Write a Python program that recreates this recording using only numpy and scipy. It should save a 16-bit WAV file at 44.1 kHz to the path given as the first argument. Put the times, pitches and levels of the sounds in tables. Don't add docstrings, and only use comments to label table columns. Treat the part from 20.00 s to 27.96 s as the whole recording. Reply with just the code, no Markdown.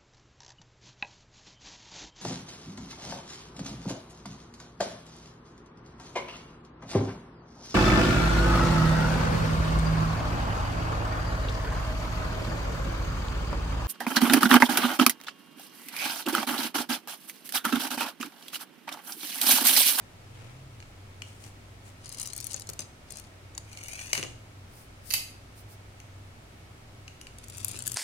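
import sys
import numpy as np
from scipy import signal
from scipy.fft import rfft, irfft
from scipy.io import wavfile
from scipy.ndimage import uniform_filter1d

SR = 44100
rng = np.random.default_rng(int(sys.argv[2]) if len(sys.argv) > 2 else 0)


def store_wav(level_fs):
    pcm = np.round(np.clip(np.atleast_2d(level_fs), -1, 1) * 32767)
    wavfile.write(sys.argv[1], SR, pcm.T.astype(np.int16))


N = 351036
TIME = np.arange(N) / SR

# (frequency [Hz], relative level [dB])
AIR_COLOUR = [(8, -29), (22, -2), (38, -26.5), (55, -1.5), (78, -10.5), (110, -3), (150, -16.5), (280, -15),
              (420, -19.5), (650, -18.5), (1000, -22.5), (2400, -25.5), (3500, -29.5), (9400, -37),
              (16000, -47)]
# (frequency [Hz], correlation [-1 to 1])
AIR_LIKENESS = [(60, 1), (290, 0.82), (640, 0.19), (1410, -0.22), (3100, -0.066)]
# (frequency [Hz], level [dB])
WHINE_TONES = [(159, -67), (227, -72), (390, -74), (1303, -75.5), (2207, -75.5)]
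# (centre time [s], length [s], depth [dB])
HUM_DIPS = [(2.982, 0.34, 12.5), (4.83, 0.15, 21), (6.45, 0.23, 6), (7.25, 0.16, 12)]
# (centre time [s], length [s], level [dB])
DRONE_SWELLS = [(.55, 0.46, -49.5), (2.336, 0.86, -60), (4.361, 0.34, -54), (7.882, 0.62, -53)]

# (centre time [s], length [s], relative level [dB], treble corner [Hz])
BRUSHES = [(.1, 0.56, -63, 3000), (0.45, 0.23, -48.5, 3380), (1.295, 0.12, -53.5, 9050),
           (1.453, 0.085, -49, 9000), (1.878, 0.065, -52.5, 9050)]
# (centre time [s], length [s], relative level [dB], left-right balance [dB])
SWISHES = [(4.788, 0.12, -56, -2), (5.1, 0.07, -44, 13), (5.591, 0.051, -55, -4), (5.72, 0.052, -55, -2)]
# (frequency [Hz], relative level [dB])
BRUSH_COLOUR = [(300, -1), (1500, -9.5), (2500, -5), (4000, -10.5), (9500, -2.5), (11200, -10.5)]
SWISH_COLOUR = [(1000, -35), (5000, 3.5), (7000, -1), (9500, 7), (12000, -2), (14000, 5.5), (16000, -3)]

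# (time [s], relative level [dB], treble tilt [dB per octave])
KNOCKS = [(.802, -35, -7.5), (.825, -33, -12), (1.2196, -23.5, -6), (1.439, -39, -0.5), (3.73, -39, 1.5),
          (3.773, -29.5, -3.5), (3.836, -39, 5), (3.883, -33, 2.5), (3.99, -26.5, -15),
          (4.1304, -16.5, -1.5), (4.1314, -9.5, -3), (4.152, -17, -8), (4.177, -17, -5),
          (4.228, -18.5, -6.5), (4.236, -22, -6.5), (6.001, -36.5, -4), (7.079, -29.5, -7),
          (7.213, -34.5, -0.5), (7.269, -30, -7.5), (7.742, -34, -21)]
# (time [s], relative level [dB])
THUDS = [(2.542, -38.5), (2.69, -40), (2.793, -41.5), (4.132, -44), (4.178, -35.5), (4.191, -37),
         (4.197, -38), (4.229, -37), (4.242, -38), (7.74, -43.5)]
# (frequency [Hz], relative level [dB])
KNOCK_COLOUR = [(300, -7.5), (1200, -1), (1750, -0.5), (2350, 6), (2950, 3.5), (3600, -5), (6300, 5),
                (9000, 3), (12000, -2.5), (16000, -12)]
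THUD_COLOUR = [(50, -30), (130, 5.5), (300, 3.5), (500, 3.5), (800, -7.5), (1500, -9), (3000, -13),
               (8000, -70)]

# (frequency [Hz], width [Hz], relative strength [dB])
FIRST_SHELL = [(2390, 320, 2.5), (2870, 110, 4.5), (4330, 400, 5), (4920, 180, 6.5), (5900, 1000, 3),
               (6560, 600, 1), (9230, 1170, 5.5), (11900, 400, -0.5), (14200, 500, 5)]
SECOND_SHELL = [(2680, 230, 2.5), (7400, 380, 2), (9230, 580, 4), (11000, 1100, 0), (13300, 1300, 4)]
# (time [s], relative level [dB], treble tilt [dB per octave])
TICKS = [(2.058, -25, -6), (2.092, -24.5, 5.5), (2.125, -24, 3), (2.146, -26, 2), (2.184, -23, 1),
         (2.198, -16.5, 5.5), (2.21, -22, 2), (2.215, -17.5, 3), (2.229, -21, 4), (2.234, -23, 9),
         (2.257, -19.5, 3), (2.262, -23, 2), (2.273, -17, 0), (2.333, -19, 5), (2.364, -19.5, 9),
         (2.378, -19, 8), (2.4022, -18, 11.5), (2.409, -22, 3), (2.443, -20, 11.5), (2.45, -28, 5),
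         (2.468, -16.5, 14), (2.511, -24, -1), (2.518, -21, 0), (2.532, -22.5, 3), (2.543, -16, -21),
         (2.563, -21.5, 4), (2.597, -24.5, 6), (2.62, -23, -11), (2.671, -25.5, -8), (2.6904, -17, -5),
         (2.6984, -18.5, 9), (2.7338, -23.5, 2), (2.7918, -15.5, -7), (2.804, -18.5, -2),
         (3.1057, -24.5, 0), (3.1216, -24.5, 5.5), (3.157, -30.5, 4), (3.185, -25.5, -7), (3.198, -25.5, 9),
         (3.55, -29, -22), (3.578, -13, -8), (7.385, -25, -7), (7.4404, -28, -3), (7.499, -26.5, 2),
         (7.532, -30, -14), (7.571, -28, 4), (7.581, -23, 1.5), (7.605, -29, -4), (7.6464, -11.5, 16.5),
         (7.6822, -16.5, 4), (7.691, -20, -3), (7.714, -22.5, 1), (7.7895, -19, 0), (7.8222, -19.5, -3),
         (7.86, -21, 1), (7.8681, -17, 10.5), (7.8765, -11, 0.5), (7.918, -16, 4.5), (7.9421, -18.5, -0.5)]
# (start [s], speeding up [s], steady [s], slowing [s], speed [relative])
DRAWS = [(1.999, 0.14, 0.17, 0.042, 1.06), (2.335, 0.05, 0.18, 0.076, 0.7),
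         (2.491, 0.018, 0.02, 0.023, 0.76), (2.788, 0.007, 0.021, 0.048, 0.76),
         (3.069, 0.032, 0.13, 0.054, 0.28), (7.361, 0.38, 0.061, 0.021, 1.16),
         (7.82, 0.04, 0.056, .06, 1.43)]
# (time [s], left-right balance [dB])
CAR_PATH = [(2.0, 5), (2.2, 3), (2.45, 8.5), (2.8, 2.5), (3.15, 5), (3.58, 3.5), (7.4, -0.5), (7.65, 4.5),
            (7.95, 5)]
# (frequency [Hz], relative level [dB])
TICK_COLOUR = [(300, -16), (1500, -4), (2500, -9.5), (3500, -3.5), (5000, 0.5), (7000, 9.5), (9200, 6.5),
               (11000, 3.5), (13000, -3.5), (16000, -12)]
SCRAPE_COLOUR = [(300, 2), (1600, -10), (4000, -1), (7000, -1.5), (9500, -3.5), (13000, -21), (16000, -33)]
WHIRR_COLOUR = [(300, -7), (1100, -8), (1800, -3.5), (2300, 2), (3550, -9.5), (5200, -10.5), (6300, -0.5),
                (7600, -6.5), (9000, -4), (13000, -17.5)]

# (time [s], relative level [dB], 60 dB decay [s], treble tilt [dB per octave])
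CLACKS = [(5.1047, -23.5, .024, 0), (5.1095, -17, .012, -4), (5.123, -31, .02, 11),
          (5.1375, -12.5, 0.026, 2.5), (5.159, -30, 0.015, -7)]
# (frequency [Hz], relative level [dB])
CLACK_COLOUR = [(300, -17), (1300, -7), (2000, -8.5), (3400, -8.5), (5000, -0.5), (8000, -4), (10500, -2),
                (13000, -5), (16000, -16)]
# (frequency [Hz], width [Hz], relative strength [dB])
CLACK_MODES = [(2040, 250, 12), (2670, 174, 18.5), (3030, 160, 13), (3890, 190, 13), (4320, 200, 10),
               (4700, 230, 11), (5750, 250, 3), (6500, 570, 6.5), (8040, 250, 5), (10400, 700, 7.5),
               (11900, 400, 7.5), (14100, 400, 11)]

# (frequency [Hz], gain [dB])
NEAR_SHADE = [(500, -1), (2500, 5.5), (5000, 1), (6800, -2.5), (8000, -12), (9300, -21), (11000, -20),
              (13000, -8), (16000, 10)]
FAR_SHADE = [(400, -9.5), (2300, -0.5), (4800, -0.5), (8500, -17.5), (13500, -3.5)]
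# (frequency [Hz], 60 dB decay [s])
ROOM_T60 = [(2000, 0.39), (5000, 0.48), (15000, 0.24)]

AIR_DB = -53.5
HUM_HZ, HUM_DB, HUM_WAVER_DB = 96.8, -52.5, 3.1
DRONE_HZ, DRONE_DB = 120.3, -67
CAR_LEAD_S, CLACK_LEAD_S = .00028, -.00041
SECOND_CAR_S = 6.5
TEETH_PER_S, TOOTH_DB, TOOTH_SPREAD_DB = 45, -32, 3
TICK_T60_S, HALVING_TILT_DB = 0.015, 14.5
REBOUND_S = .0008
SCRAPE_DB, SCRAPE_LAW = -46, 0.75
RELEASE_S, SPIN_UP_S, CRASH_S = 3.605, 0.37, 4.13
RUN_DB, RATTLE_DB, RATTLE_HOLD_S, RATTLE_T60_S = -41, -32, 0.051, 0.27
CUTOFF_HZ = 16000


def from_db(db):
    return 10 ** (np.asarray(db) / 20)


def rms_one(x):
    return x / np.sqrt(np.mean(x ** 2) + 1e-20)


def at_hz(points, hz):
    table_hz, value = np.transpose(points)
    return np.interp(np.log(np.maximum(hz, 1)), np.log(table_hz), value)


def panned(pan_db):
    gains = from_db(np.array([pan_db, -pan_db]) / 2)
    return gains / np.sqrt(np.mean(gains ** 2, axis=0))


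def drift(rate):
    knots = rng.standard_normal(int(N / SR * rate) + 2)
    return rms_one(np.interp(TIME * rate, np.arange(len(knots)), knots))


def swell(s, length_s):
    return .5 ** ((2 * (TIME - s) / length_s) ** 2)


def ramp(s, length_s):
    return np.clip((TIME - s) / max(length_s, .001), 0, 1)


def filtered(x, gain):
    cepstrum = irfft(np.log(gain + 1e-9))
    half = len(cepstrum) // 2
    cepstrum[1:half] *= 2
    cepstrum[half + 1:] = 0
    response = irfft(np.exp(rfft(cepstrum)))[None, :half]
    return signal.oaconvolve(x, response)[:, :N]


def body(x, colour, modes=(), size=2048):
    hz = np.linspace(0, SR / 2, size + 1)
    peaks = 0
    for mode_hz, width_hz, db in modes:
        peaks = peaks + 2 * from_db(db) ** 2 / (1 + (2 * (hz - mode_hz) / width_hz) ** 2)
    return filtered(x, rms_one(from_db(at_hz(colour, hz)) * np.sqrt(1 + peaks)))


def contacts(rows, rise_s, spot_db, crack=0, rebound=0, knee_hz=SR / 8, size=3072, count=64, order=24):
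    out = np.zeros((2, N + 2 * size))
    t = np.arange(size) / SR
    hz = np.linspace(0, SR / 2, size // 4 + 1)
    octaves = np.log2(np.clip(hz, knee_hz, 13000) / knee_hz)
    for s, db, t60, tilt_db in rows:
        t60 = max(t60, .002)
        envelope = (1 - np.exp(-t / rise_s)) * from_db(-60 * t / t60)
        envelope /= envelope.max()
        spectrum = rfft(rng.standard_normal((2, size)) * envelope)
        burst = irfft(spectrum / uniform_filter1d(np.abs(spectrum), order)) * (t < t60)
        burst[:, envelope.argmax()] += crack * np.linalg.norm(burst, axis=1)
        lag = int(REBOUND_S * rng.uniform(.5, 2) * SR)
        burst = burst + rebound * np.pad(burst, ((0, 0), (lag, 0)))[:, :size]
        burst *= np.linalg.norm(envelope) / np.linalg.norm(burst, axis=1, keepdims=True)
        spot_levels = rng.normal(0, spot_db, count)
        spot = rms_one(from_db(np.interp(hz, np.linspace(0, SR / 2, count), spot_levels)))
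        burst = filtered(burst, spot * from_db(tilt_db * octaves))
        start = int(s * SR)
        out[:, start:start + burst.shape[1]] += from_db(db) * burst
    return out[:, :N]


def chatter(per_s, spread_db, grain_s, smooth):
    born = rng.random(N) < per_s / SR
    power = born * from_db(spread_db * np.clip(rng.standard_normal(N), -2, 2)) ** 2
    power = signal.lfilter([1], [1, -np.exp(-1 / (grain_s * SR))], power + 1e-18)
    return rms_one(np.sqrt(power / power.mean() + smooth) * rng.standard_normal((2, N)))


def at_ears(x, lead_s, alike):
    share = np.clip(alike, 0, .95)
    delayed = np.roll(x[0], int(round(lead_s * SR)))
    return np.array([x[0], share * delayed + np.sqrt(1 - share ** 2) * x[1]])


def moving_echo(x, delay_s, sway, strength):
    lag = delay_s * np.exp(sway * drift(7))
    share = np.clip(strength, 0, .9)
    echo = np.array([np.interp(TIME - lag, TIME, ear) for ear in x])
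    return (x + share * echo) / np.hypot(1, share)


def shaded(x, shade, size=512):
    gain = from_db(at_hz(shade, np.linspace(0, SR / 2, size + 1)))
    return np.vstack([x[:1], filtered(x[1:], gain)])


def tone(hz, wander_hz):
    return np.sqrt(2) * np.sin(2 * np.pi * np.cumsum(hz + wander_hz * drift(9)) / SR)


def hum():
    dips_db = sum(depth_db * swell(s, length) for s, length, depth_db in HUM_DIPS)
    low = from_db(HUM_DB + HUM_WAVER_DB * drift(5.5) - dips_db)
    drone = from_db(DRONE_DB) + sum(from_db(db) * swell(s, length) for s, length, db in DRONE_SWELLS)
    return low * tone(HUM_HZ, wander_hz=1.893) + drone * tone(DRONE_HZ, wander_hz=4.9)


def background(size=4096):
    alike = np.clip(at_hz(AIR_LIKENESS, np.linspace(0, SR / 2, size + 1)), -.99, .99)
    mid = filtered(rng.standard_normal((1, N)), np.sqrt(1 + alike))
    side = filtered(rng.standard_normal((1, N)), np.sqrt(1 - alike))
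    air = from_db(AIR_DB) * body(np.vstack([mid + side, mid - side]), AIR_COLOUR, size=4096)
    whine = sum(from_db(db) * tone(hz, wander_hz=4.034) for hz, db in WHINE_TONES)
    return air + hum() + whine


def rubbing(size=512):
    hz = np.linspace(0, SR / 2, size + 1)
    grain = chatter(per_s=300, spread_db=2.5, grain_s=0.0016, smooth=0.54)
    grain = body(grain, BRUSH_COLOUR) * panned(4.5)[:, None]
    brush = 0
    for s, length, db, corner_hz in BRUSHES:
        stroke = filtered(grain, 1 / np.sqrt(1 + (hz / corner_hz) ** 4))
        brush = brush + from_db(db) * swell(s, length) * stroke
    swish = 0
    for s, length, db, pan_db in SWISHES:
        swish = swish + from_db(db) * swell(s, length) * panned(pan_db)[:, None]
    return brush + body(swish * rng.standard_normal((2, N)), SWISH_COLOUR)


def knocking_cars():
    knock_rows = [(s, db, .009, tilt) for s, db, tilt in KNOCKS]
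    knocks = contacts(knock_rows, rise_s=0.0006, spot_db=3.0, crack=.4, knee_hz=2800)
    knocks = body(at_ears(knocks, CAR_LEAD_S, alike=0.5), KNOCK_COLOUR, FIRST_SHELL)
    thud_rows = [(s, db, .055, 0) for s, db in THUDS]
    thuds = contacts(thud_rows, rise_s=0.00086, spot_db=3.0)[:1]
    return knocks + body(thuds, THUD_COLOUR)


def draw_speed():
    total = 0
    for s, up, steady, down, speed in DRAWS:
        total = total + speed * ramp(s, up) * (1 - ramp(s + up + steady, down))
    return total


def ratchet(speed, count=80):
    turned = np.cumsum(speed) * TEETH_PER_S / SR
    chance = rng.standard_normal((count, 2))
    teeth = np.cumsum(np.exp(0.42 * chance[:, 0]))
    times = np.searchsorted(turned, teeth) / SR
    return [(s, TOOTH_DB + TOOTH_SPREAD_DB * luck, 0) for s, luck in zip(times, chance[:, 1])]


def drawn_car():
    speed = draw_speed()
    catches = []
    for s, db, tilt in TICKS + ratchet(speed):
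        t60 = TICK_T60_S * .5 ** (max(tilt, 0) / HALVING_TILT_DB)
        catches.append((s, db, t60, tilt))
    ticks = contacts(catches, rise_s=0.0001, spot_db=3.5, crack=0.6, rebound=0.44, knee_hz=7200)
    scrape = from_db(SCRAPE_DB) * speed ** SCRAPE_LAW
    scrape = scrape * chatter(per_s=450, spread_db=6.5, grain_s=0.0022, smooth=0.027)

    def through(shell):
        return from_db(-8.0) * body(ticks, TICK_COLOUR, shell) + body(scrape, SCRAPE_COLOUR, shell)

    car = np.where(TIME < SECOND_CAR_S, through(FIRST_SHELL), through(SECOND_SHELL))
    car = at_ears(car, CAR_LEAD_S, alike=0.21)
    car = moving_echo(car, delay_s=.0009, sway=.15, strength=.5)
    return car * panned(np.interp(TIME, *np.transpose(CAR_PATH)))


def running_car():
    rolling = from_db(RUN_DB + 1.4 * drift(70)) * ramp(RELEASE_S, SPIN_UP_S) * (TIME < CRASH_S)
    fading_s = np.maximum(TIME - CRASH_S - RATTLE_HOLD_S, 0)
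    settling = from_db(RATTLE_DB - 60 * fading_s / RATTLE_T60_S) * (TIME >= CRASH_S)
    teeth = rolling * chatter(per_s=380, spread_db=4.0, grain_s=0.00092, smooth=0.15)
    rattle = settling * chatter(per_s=330, spread_db=3.0, grain_s=0.0027, smooth=0.15)
    whirr = body(teeth + rattle, WHIRR_COLOUR, FIRST_SHELL)
    whirr = moving_echo(whirr, delay_s=0.001263, sway=0.082, strength=0.95)
    whirr = moving_echo(whirr, delay_s=.003, sway=.06, strength=.6)
    return at_ears(whirr, CAR_LEAD_S, alike=0.63)


def clack():
    touches = contacts(CLACKS, rise_s=0.0001, spot_db=0.5, crack=0.46)
    touches = at_ears(touches, CLACK_LEAD_S, alike=0.45)
    return from_db(-3.5) * body(touches, CLACK_COLOUR, CLACK_MODES) * panned(-6.5)[:, None]


def room(x, build_s):
    t = np.arange(SR * 3 // 5) / SR
    edges = np.geomspace(100, 18000, 9)
    tail = 0
    for low, high in zip(edges, edges[1:]):
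        band_pass = signal.butter(2, [low, high], "band", fs=SR, output="sos")
        band = signal.sosfilt(band_pass, rng.standard_normal((2, len(t))))
        tail = tail + band * from_db(-60 * t / at_hz(ROOM_T60, np.sqrt(low * high)))
    tail = tail * (1 - np.exp(-(t / build_s) ** 2))
    return signal.oaconvolve(x, tail / np.linalg.norm(tail, axis=1, keepdims=True))[:, :N]


def scene():
    near, rolling, knocks, far = drawn_car(), running_car(), knocking_cars(), clack()
    send = from_db(-18.0) * near + from_db(-17.0) * rolling
    send = send + from_db(-9.0) * knocks + from_db(-2.0) * far
    echoes = room(send.sum(axis=0, keepdims=True) / np.sqrt(2), build_s=0.0013)
    cars = shaded(near, NEAR_SHADE) + shaded(rolling + knocks, FAR_SHADE)
    return cars + far + echoes + rubbing() + background()


def record(dry):
    low_pass = signal.ellip(10, .2, 80, CUTOFF_HZ, fs=SR, output="sos")
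    return signal.sosfilt(low_pass, dry)


dry = scene()
out = record(dry)
store_wav(out)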